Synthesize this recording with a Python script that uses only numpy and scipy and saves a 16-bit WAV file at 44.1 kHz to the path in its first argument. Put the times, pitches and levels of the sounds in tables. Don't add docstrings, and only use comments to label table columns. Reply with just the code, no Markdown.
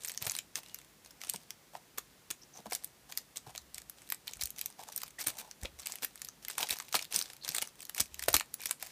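import sys
import numpy as np
from scipy import signal
from scipy.fft import rfft, irfft
from scipy.io import wavfile
from scipy.ndimage import uniform_filter1d

SR = 44100
rng = np.random.default_rng(int(sys.argv[2]) if len(sys.argv) > 2 else 0)


def digitize_waveform(pressure):
    field = np.atleast_2d(pressure).T
    bounded = np.clip(field, -1, 1)
    quanta = np.round(bounded * 32767).astype(np.int16)
    wavfile.write(sys.argv[1], SR, quanta)


N = 392975


def undb(db):
    return 10 ** (np.asarray(db) / 20)


def unit(x):
    return x / np.sqrt(np.mean(x ** 2))


def fade(t, t60):
    return np.exp(-np.log(1000) * t / t60)


def add(out, start_s, x):
    i = int(np.clip(start_s * SR, 0, N - 1))
    out[i:i + len(x)] += x[:N - i]


def colour(x, points, size=2048):
    hz, db = np.transpose(points)
    f = np.maximum(np.arange(size // 2 + 1) * SR / size, 1)
    gain = unit(undb(np.interp(np.log(f), np.log(hz), db)))
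    cepstrum = irfft(np.log(gain))[:size // 2]
    cepstrum[1:] *= 2
    impulse = irfft(np.exp(rfft(cepstrum, size)))
    return signal.oaconvolve(x, impulse)[:len(x)]


def resonate(x, hz, q):
    w = 2 * np.pi * min(hz, SR / 2 - 1000) / SR
    a = np.sin(w) / (2 * q)
    return signal.lfilter([a, 0, -a], [1 + a, -2 * np.cos(w), 1 - a], x)


def clicks(length, rate_per_s, spread_db):
    hit = rng.random(length) < rate_per_s / SR
    strength = np.minimum(rng.standard_exponential(length), 4)
    sign = rng.choice([-1, 1], length)
    return hit * sign * undb(spread_db * strength)


def flutter(pulses, t60, tint_db, q=3, bands=10):
    out, at = 0, np.flatnonzero(pulses)
    for hz in np.geomspace(300, 13000, bands):
        tint = undb(tint_db * np.clip(rng.standard_normal(len(at)), -2, 2))
        kicks = np.zeros(len(pulses)) + 1e-18
        kicks[at] = (pulses[at] * tint) ** 2
        energy = signal.lfilter([1], [1, -fade(2 / SR, t60)], kicks)
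        out = out + resonate(np.sqrt(energy) * rng.standard_normal(len(pulses)), hz, q)
    return unit(out)


def friction(strokes, q, slip_hz, uneven_db):
    out = np.zeros(N)
    for start_s, length_s, db, hz in strokes:
        n = int(max(length_s, 0.02) * SR)
        steps = undb(uneven_db * np.clip(rng.standard_normal(n), -2, 2))
        grip = steps[(np.arange(n) * slip_hz / SR).astype(int)]
        ring = resonate(resonate(grip * rng.standard_normal(n), hz, q), hz, q / 4)
        add(out, start_s, undb(db) * unit(ring) * signal.windows.tukey(n, 0.7))
    return out


def snaps(creases, ring_t60_s=0.013):
    # (frequency [Hz], relative gain [dB])
    film_colour = [(200, -2), (1400, -7.5), (4200, 2.5), (8000, 2), (10500, -1), (13000, 1.5),
                   (16000, -0.5)]
    size, lead_size, delay_s = 2000, 300, 0.000993
    faintest_db, crack_db, body_db = -44, -7.5, 5.0
    out, t = np.zeros(N), (np.arange(size) - lead_size) / SR
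    after, before = np.maximum(t, 0), np.maximum(-t, 0)
    buckle = np.exp(-before / 0.0002) * (fade(after, 0.00055) + 0.49 * fade(after, ring_t60_s))
    lead_in = undb(-30) * (t <= 0) * fade(before, 0.077)
    shiver = undb(-32) * (t > 0) * fade(after, 0.053)
    faint = lead_in + shiver
    sheet = np.exp(-before / 0.0004) * fade(after, ring_t60_s)
    high = signal.butter(2, 3200, "high", fs=SR)
    for start_s, db, hz, hollow_db in creases:
        crack_noise, sheet_noise, faint_noise = rng.standard_normal((3, size))
        facet_hz, wide_hz = rng.uniform(5000, 14600), rng.uniform(1190, 2460)
        if db < faintest_db:
            continue
        push = crack_noise * buckle
        crack = resonate(push, hz, q=5.4) + resonate(push, facet_hz, q=6) + 0.42 * push
        crack = unit(signal.lfilter(*high, crack))
        give = sheet_noise * (sheet + 0.35 * faint)
        body = unit(resonate(resonate(give, wide_hz, q=2.24), wide_hz, q=0.5))
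        snap = undb(crack_db) * crack + undb(body_db + hollow_db) * body
        snap = np.sqrt(np.mean(buckle ** 2)) * snap
        snap = snap + undb(crack_db) * faint * faint_noise
        add(out, start_s + delay_s - lead_size / SR, undb(db) * snap)
    return colour(out, film_colour)


def film_motion():
    # (time of full hold [s], length [s], motion level [dB])
    pulls = [(0.0, 0.13, -51), (0.212, 0.096, -44), (0.575, 0.017, -54.5), (0.625, .18, -58.5),
             (1.049, 0.024, -59.5), (1.21, 0.078, -47.5), (1.397, 0.012, -57.5), (1.985, 0.09, -66),
             (2.707, 0.035, -49), (2.787, 0.073, -60), (3.113, .1, -55.5), (3.547, 0.018, -55),
             (3.75, 0.025, -54), (3.978, 0.085, -57), (4.268, 0.086, -55.5), (4.402, 0.051, -49),
             (4.567, .12, -51), (4.799, 0.18, -61), (4.926, 0.15, -55), (5.194, 0.12, -49.5),
             (5.36, 0.034, -61), (5.613, 0.023, -55.5), (5.79, 0.055, -53.5), (5.863, 0.093, -46.5),
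             (6.014, .06, -52.5), (6.13, 0.15, -63), (6.428, 0.016, -51), (6.485, .06, -49.5),
             (6.576, .16, -44), (6.76, 0.17, -53), (6.928, 0.072, -42), (7.114, 0.074, -42.5),
             (7.248, 0.084, -49), (7.44, 0.12, -45.5), (7.523, 0.16, -52), (7.776, 0.13, -62.5),
             (7.966, .03, -42), (8.12, 0.065, -57), (8.2, 0.039, -48.5), (8.285, 0.074, -47),
             (8.589, 0.11, -54), (8.805, 0.12, -47)]
    attack_s, sag_db_per_s, release_t60_s = 0.0095, 34, 0.18
    power, t = np.zeros(N) + 1e-18, np.arange(SR) / SR
    for hold_s, length_s, db in pulls:
        release = fade(np.maximum(t - attack_s - length_s, 0), release_t60_s)
        shape = np.minimum(t / attack_s, 1) * release
        add(power, hold_s - attack_s, (undb(db - sag_db_per_s * t) * shape) ** 2)
    return np.sqrt(power)


def small_creases(motion, count=700):
    tries_per_s, low_hz, high_hz, hollow_db = 42, 3270, 12000, -17
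    typical_pull_db, typical_db, range_db, db_per_pull_db = -50, -30, 18.5, 0.57
    when, pitch, strength = rng.random((count, 3)).T
    start_s = when * count / tries_per_s
    pull = np.interp(start_s, np.arange(N) / SR, motion, right=1e-9)
    pull_db = 20 * np.log10(pull)
    db = typical_db + db_per_pull_db * (pull_db - typical_pull_db) + range_db * (strength - 0.5)
    hz = low_hz * (high_hz / low_hz) ** pitch
    return np.column_stack([start_s, db, hz, np.full(count, hollow_db)])


def peels():
    # (start [s], length [s], level [dB])
    tears = [(0.265, 0.018, -31), (0.336, 0.06, -46.5), (0.556, 0.04, -42), (1.337, 0.026, -46),
             (1.975, 0.019, -42.5), (2.303, 0.012, -33), (2.716, 0.029, -47), (3.088, 0.023, -54),
             (3.357, 0.027, -44), (5.187, 0.047, -42.5), (5.262, 0.046, -35), (5.382, 0.037, -42.5),
             (6.021, 0.034, -35.5), (6.576, 0.0095, -38), (6.602, 0.039, -34), (6.702, 0.042, -35.5),
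             (6.944, 0.0241, -27), (7.134, 0.08, -36.5), (7.549, 0.047, -41), (7.615, 0.014, -31),
             (7.997, 0.018, -29), (8.28, 0.014, -28.5), (8.342, 0.0179, -22.5), (8.366, 0.004, -27),
             (8.656, 0.0091, -32)]
    # (frequency [Hz], relative gain [dB])
    tear_colour = [(150, 5.5), (400, -4.5), (900, -5), (1500, -3.5), (2300, -1), (4200, 0), (7000, -1),
                   (10500, 0), (13000, -2.5), (16000, 6.5)]
    out = np.zeros(N)
    for start_s, length_s, db in tears:
        n = int(max(length_s, 0.005) * SR)
        shape = signal.windows.tukey(n, 0.2) * np.exp(-0.39 * np.arange(n) / n)
        slips = flutter(clicks(n, rate_per_s=1000, spread_db=2.5), t60=0.0068, tint_db=-1)
        add(out, start_s, undb(db) * unit(slips * shape))
    return colour(out, tear_colour)


def crinkle(motion):
    # (frequency [Hz], relative gain [dB])
    loose_colour = [(200, -17), (700, -1.5), (1400, -8.5), (2300, -3), (4000, -3.5), (6500, -2),
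                    (10500, -5.5), (15500, -9.5)]
    ticks = flutter(clicks(N, rate_per_s=450, spread_db=6.5), t60=0.018, tint_db=6)
    rustle = 0.44 * rng.standard_normal(N)
    return undb(-2) * motion * colour(ticks + rustle, loose_colour)


def squeaks_and_narrow_crinkles():
    # (start [s], length [s], level [dB], pitch [Hz])
    strokes = [(2.41, 0.034, -56, 5540), (2.52, .083, -57, 6000), (5.18, 0.033, -46, 1950),
               (6.47, 0.045, -54, 1990), (7.40, .1, -54, 4200), (8.58, .069, -54, 2440)]
    return friction(strokes, q=11, slip_hz=262.0, uneven_db=7.0)


def whistle():
    start_s, length_s, level_db = 0.59, 0.25, -71
    base_hz, rise_hz, waver_hz, waver_s = 2520, 380, 22, 0.004
    out, n = np.zeros(N), int(length_s * SR)
    speed = np.sin(np.pi * np.arange(n) / n)
    waver = unit(uniform_filter1d(rng.standard_normal(N), int(waver_s * SR)))[:n]
    hz = base_hz + rise_hz * speed + waver_hz * waver
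    tone = np.sin(2 * np.pi * np.cumsum(hz) / SR) * signal.windows.tukey(n, 0.6)
    add(out, start_s, undb(level_db) * unit(tone))
    return out


def knocks(size=3000):
    # (start [s], peak level [dB], pitch [Hz])
    hits = [(0.275, -35, 734), (0.584, -42, 855), (1.342, -35, 740), (1.752, -32.5, 810),
            (1.981, -29, 1060), (2.658, -38, 670), (2.721, -29.5, 765), (4.122, -31, 1230),
            (5.032, -44, 1220), (5.272, -38, 1300), (5.649, -31, 570), (6.579, -35, 875),
            (6.63, -31.5, 710), (6.8, -33, 1200), (6.945, -23, 925), (7.547, -39, 910), (7.581, -36, 746),
            (7.625, -35, 775), (8.001, -32, 1120), (8.282, -18, 636), (8.34, -22, 910), (8.709, -30, 1060)]
    out, t = np.zeros(N), np.arange(size) / SR
    for start_s, db, hz in hits:
        burst = rng.standard_normal(size) * fade(t, 0.02)
        ring = resonate(resonate(burst, hz, q=3.75), hz, q=0.067)
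        add(out, start_s, undb(db) * ring / np.abs(ring).max())
    return out


def rubs():
    # (start [s], length [s], level [dB])
    drags = [(0.205, 0.086, -60), (1.726, 0.057, -55.5), (2.543, 0.073, -56), (2.649, 0.029, -52.5),
             (3.091, 0.02, -55), (3.455, 0.069, -56), (4.779, 0.062, -50.5), (4.866, 0.045, -53.5),
             (5.27, 0.27, -60), (5.623, 0.054, -55.5), (6.585, 0.076, -46), (7.132, 0.052, -63)]
    # (frequency [Hz], relative gain [dB])
    card_colour = [(100, -21), (350, -14.5), (600, -3), (850, 2), (1200, -11), (2000, -16), (6000, -14),
                   (14000, -18.5)]
    out = np.zeros(N)
    for start_s, length_s, db in drags:
        n = int(max(length_s, 0.01) * SR)
        slips = flutter(clicks(n, rate_per_s=900, spread_db=3.0), t60=0.0067, tint_db=3.0)
        add(out, start_s, undb(db) * slips * signal.windows.tukey(n, 0.5))
    return colour(out, card_colour)


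def thumps(size=8000):
    # (start [s], peak level before the common trim [dB], pitch [Hz])
    bumps = [(0.217, -41.5, 124), (0.265, -39.5, 111), (1.343, -42, 186), (2.594, -48.5, 191),
             (2.664, -43, 207), (3.468, -43, 123), (4.359, -52, 55.4), (4.429, -44, 65),
             (5.271, -41.5, 124), (5.624, -34.5, 58.6), (6.707, -48, 79), (6.942, -56, 204),
             (7.164, -43, 192), (7.489, -44.5, 149), (7.999, -38, 89), (8.284, -37, 120), (8.34, -33, 67.4)]
    trim_db = -1
    out, t = np.zeros(N), np.arange(size) / SR
    for start_s, db, hz in bumps:
        rough = unit(resonate(resonate(rng.standard_normal(size), hz, q=0.5), hz, q=0.4))
        sway = np.sin(2 * np.pi * hz * t) + 0.6 * rough
        sway = sway * fade(t, 0.058) * (1 - fade(t, 0.03))
        add(out, start_s, undb(db + trim_db) * sway / np.abs(sway).max())
    return out


def shifts(pitch_hz=64.5):
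    # (start [s], length [s], level [dB])
    moves = [(3.453, 0.49, -66.5), (4.294, 0.3, -76), (5.6, .24, -58), (7.993, 0.43, -61.5)]
    strokes = [(*move, pitch_hz) for move in moves]
    return friction(strokes, q=4.5, slip_hz=30.4, uneven_db=9)


def room(x, size=20000):
    desk_s, desk_gain, scatter_s = 0.0023, 0.078, 0.0074
    near_db, near_t60_s, tail_db, tail_t60_s, damp_hz = -20, 0.0053, -17, 0.14, 9000
    t = np.arange(size) / SR
    damp = signal.butter(1, damp_hz, fs=SR)
    tail = signal.lfilter(*damp, rng.standard_normal(size)) * fade(t, tail_t60_s)
    near = rng.standard_normal(size) * fade(t, near_t60_s)
    response = (undb(tail_db) * unit(tail) + undb(near_db) * unit(near)) / np.sqrt(size)
    out = x.copy()
    add(out, desk_s, desk_gain * x)
    add(out, scatter_s, signal.oaconvolve(x, response)[:N])
    return out


def background(level_db=-62):
    # (frequency [Hz], relative gain [dB])
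    air_colour = [(29, -25), (50, 3), (77, -6.5), (140, 0.5), (584, -7), (1380, -10.5), (2020, -10.5),
                  (2330, -12), (6060, -13.5), (15000, -18)]
    return undb(level_db) * unit(colour(rng.standard_normal(N), air_colour, size=8192))


def scene():
    # (time [s], level [dB], strongest ring [Hz], hollow body trim [dB])
    big_creases = [(.0473, -17.5, 9700, -18.5), (.0845, -21, 5630, -27), (.0952, -23, 3200, -12),
                   (.117, -24, 8200, -21), (.175, -18, 5650, -22), (.2234, -22.5, 11900, -18),
                   (.2964, -14.5, 6800, -22), (.3174, -17, 7100, -22), (.3506, -20, 4200, -18),
                   (.3645, -20, 9200, -19), (.3875, -17.5, 7140, -14), (.5554, -16, 6000, -15.5),
                   (.7442, -21, 6350, -22), (1.2148, -28, 6150, -9.5), (1.2358, -27, 2780, -9.5),
                   (1.2963, -11, 7700, -33), (1.336, -20.5, 4650, -40), (1.36, -22.5, 5080, -20),
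                   (1.505, -22, 4970, -17.5), (1.983, -16, 6600, -42), (2.3106, -18.5, 8600, -20),
                   (2.7216, -21, 2660, -11.5), (2.732, -16.5, 5500, -31), (2.7497, -14, 5950, -27),
                   (2.8444, -17.5, 12000, -40), (3.1224, -26.5, 6540, -10.5), (3.1737, -11, 4260, -25),
                   (3.3703, -18.5, 8800, -24), (3.5773, -22, 5200, -19), (3.7444, -23.5, 5100, -39),
                   (3.7806, -22.5, 8500, -17), (3.8967, -23, 11400, -23), (4.101, -17, 12200, -22),
                   (4.1215, -12.5, 12100, -13), (4.1445, -26.5, 8410, -34), (4.272, -29, 5330, -14),
                   (4.278, -23.5, 2650, -9), (4.334, -23, 6500, -20), (4.411, -17, 4430, -21),
                   (4.4217, -17.5, 5600, -18), (4.435, -14.5, 6020, -42), (4.4558, -17, 14400, -40),
                   (4.504, -22, 11700, -43), (4.591, -22.5, 5670, -24), (4.612, -15.5, 12700, -19.5),
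                   (4.6586, -15, 12000, -25), (4.9613, -15.5, 8900, -39), (4.9767, -17, 11900, -39),
                   (5.033, -20.5, 6700, -11.5), (5.2125, -22, 13700, -21), (5.2701, -9, 9700, -22),
                   (5.2818, -15, 9300, -25), (5.3854, -24.5, 6300, -20), (5.5115, -27.5, 5870, -18),
                   (5.6545, -41, 2870, 9.5), (5.9203, -21, 6750, -25), (6.0462, -13, 13300, -16.5),
                   (6.2171, -20.5, 6640, -19), (6.2471, -23.5, 4900, -28), (6.2863, -25, 5200, -17),
                   (6.4829, -18.5, 14000, -20), (6.499, -24, 8500, -9), (6.581, -14, 9850, -11),
                   (6.628, -23, 6910, -1.5), (6.6937, -22, 3230, -9), (6.7067, -11, 4200, -18),
                   (6.7999, -23, 7100, -15), (6.926, -24, 5340, -14), (6.9421, -16, 4540, -4),
                   (6.9526, -11, 4430, -12), (6.9911, -23, 4200, -7), (7.1244, -20, 11800, -14),
                   (7.143, -16.5, 6700, -24), (7.1606, -6, 5440, -38), (7.1896, -12.5, 5900, -29),
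                   (7.213, -17, 4570, -17), (7.2234, -18, 5900, -29), (7.478, -20.5, 4160, -12.5),
                   (7.489, -15, 5000, -38), (7.5476, -13, 8340, -16.5), (7.564, -15, 4020, -23),
                   (7.5825, -13.5, 3970, -15), (7.6234, -15, 3160, -17), (7.8196, -32, 7240, -41),
                   (7.8516, -27, 11600, -39), (7.8947, -20.5, 3100, -16.5), (7.9468, -21.5, 8900, -18),
                   (7.9789, -19.5, 6500, -14), (8.0033, -6, 7460, -33), (8.01, -16, 5790, -25),
                   (8.1934, -21, 8400, -12.5), (8.2242, -22, 12600, -11), (8.2367, -18.5, 9840, -17),
                   (8.2835, -9.5, 13900, -11), (8.329, -17, 12100, -27), (8.3412, -3.5, 8700, -15),
                   (8.3652, -6, 4300, -15.5), (8.3976, -16, 8950, -14), (8.4077, -25, 2520, 1),
                   (8.5405, -15, 14300, -27.5), (8.6568, -17, 3360, -12.5), (8.6693, -22, 6040, -36),
                   (8.7099, -9.5, 8600, -22), (8.8255, -20.5, 3900, -21)]
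    motion = film_motion()
    creases = snaps(big_creases) + snaps(small_creases(motion), ring_t60_s=0.01)
    film = creases + peels() + crinkle(motion) + squeaks_and_narrow_crinkles() + whistle()
    case = knocks() + rubs() + thumps() + shifts()
    return (room(film + case) + background())[None]


def record(dry):
    low_cut = signal.butter(4, 38, "high", fs=SR, output="sos")
    top_cut = signal.ellip(10, 0.2, 70, 15400, fs=SR, output="sos")
    return signal.sosfilt(top_cut, signal.sosfilt(low_cut, dry))


dry = scene()
out = record(dry)
digitize_waveform(out)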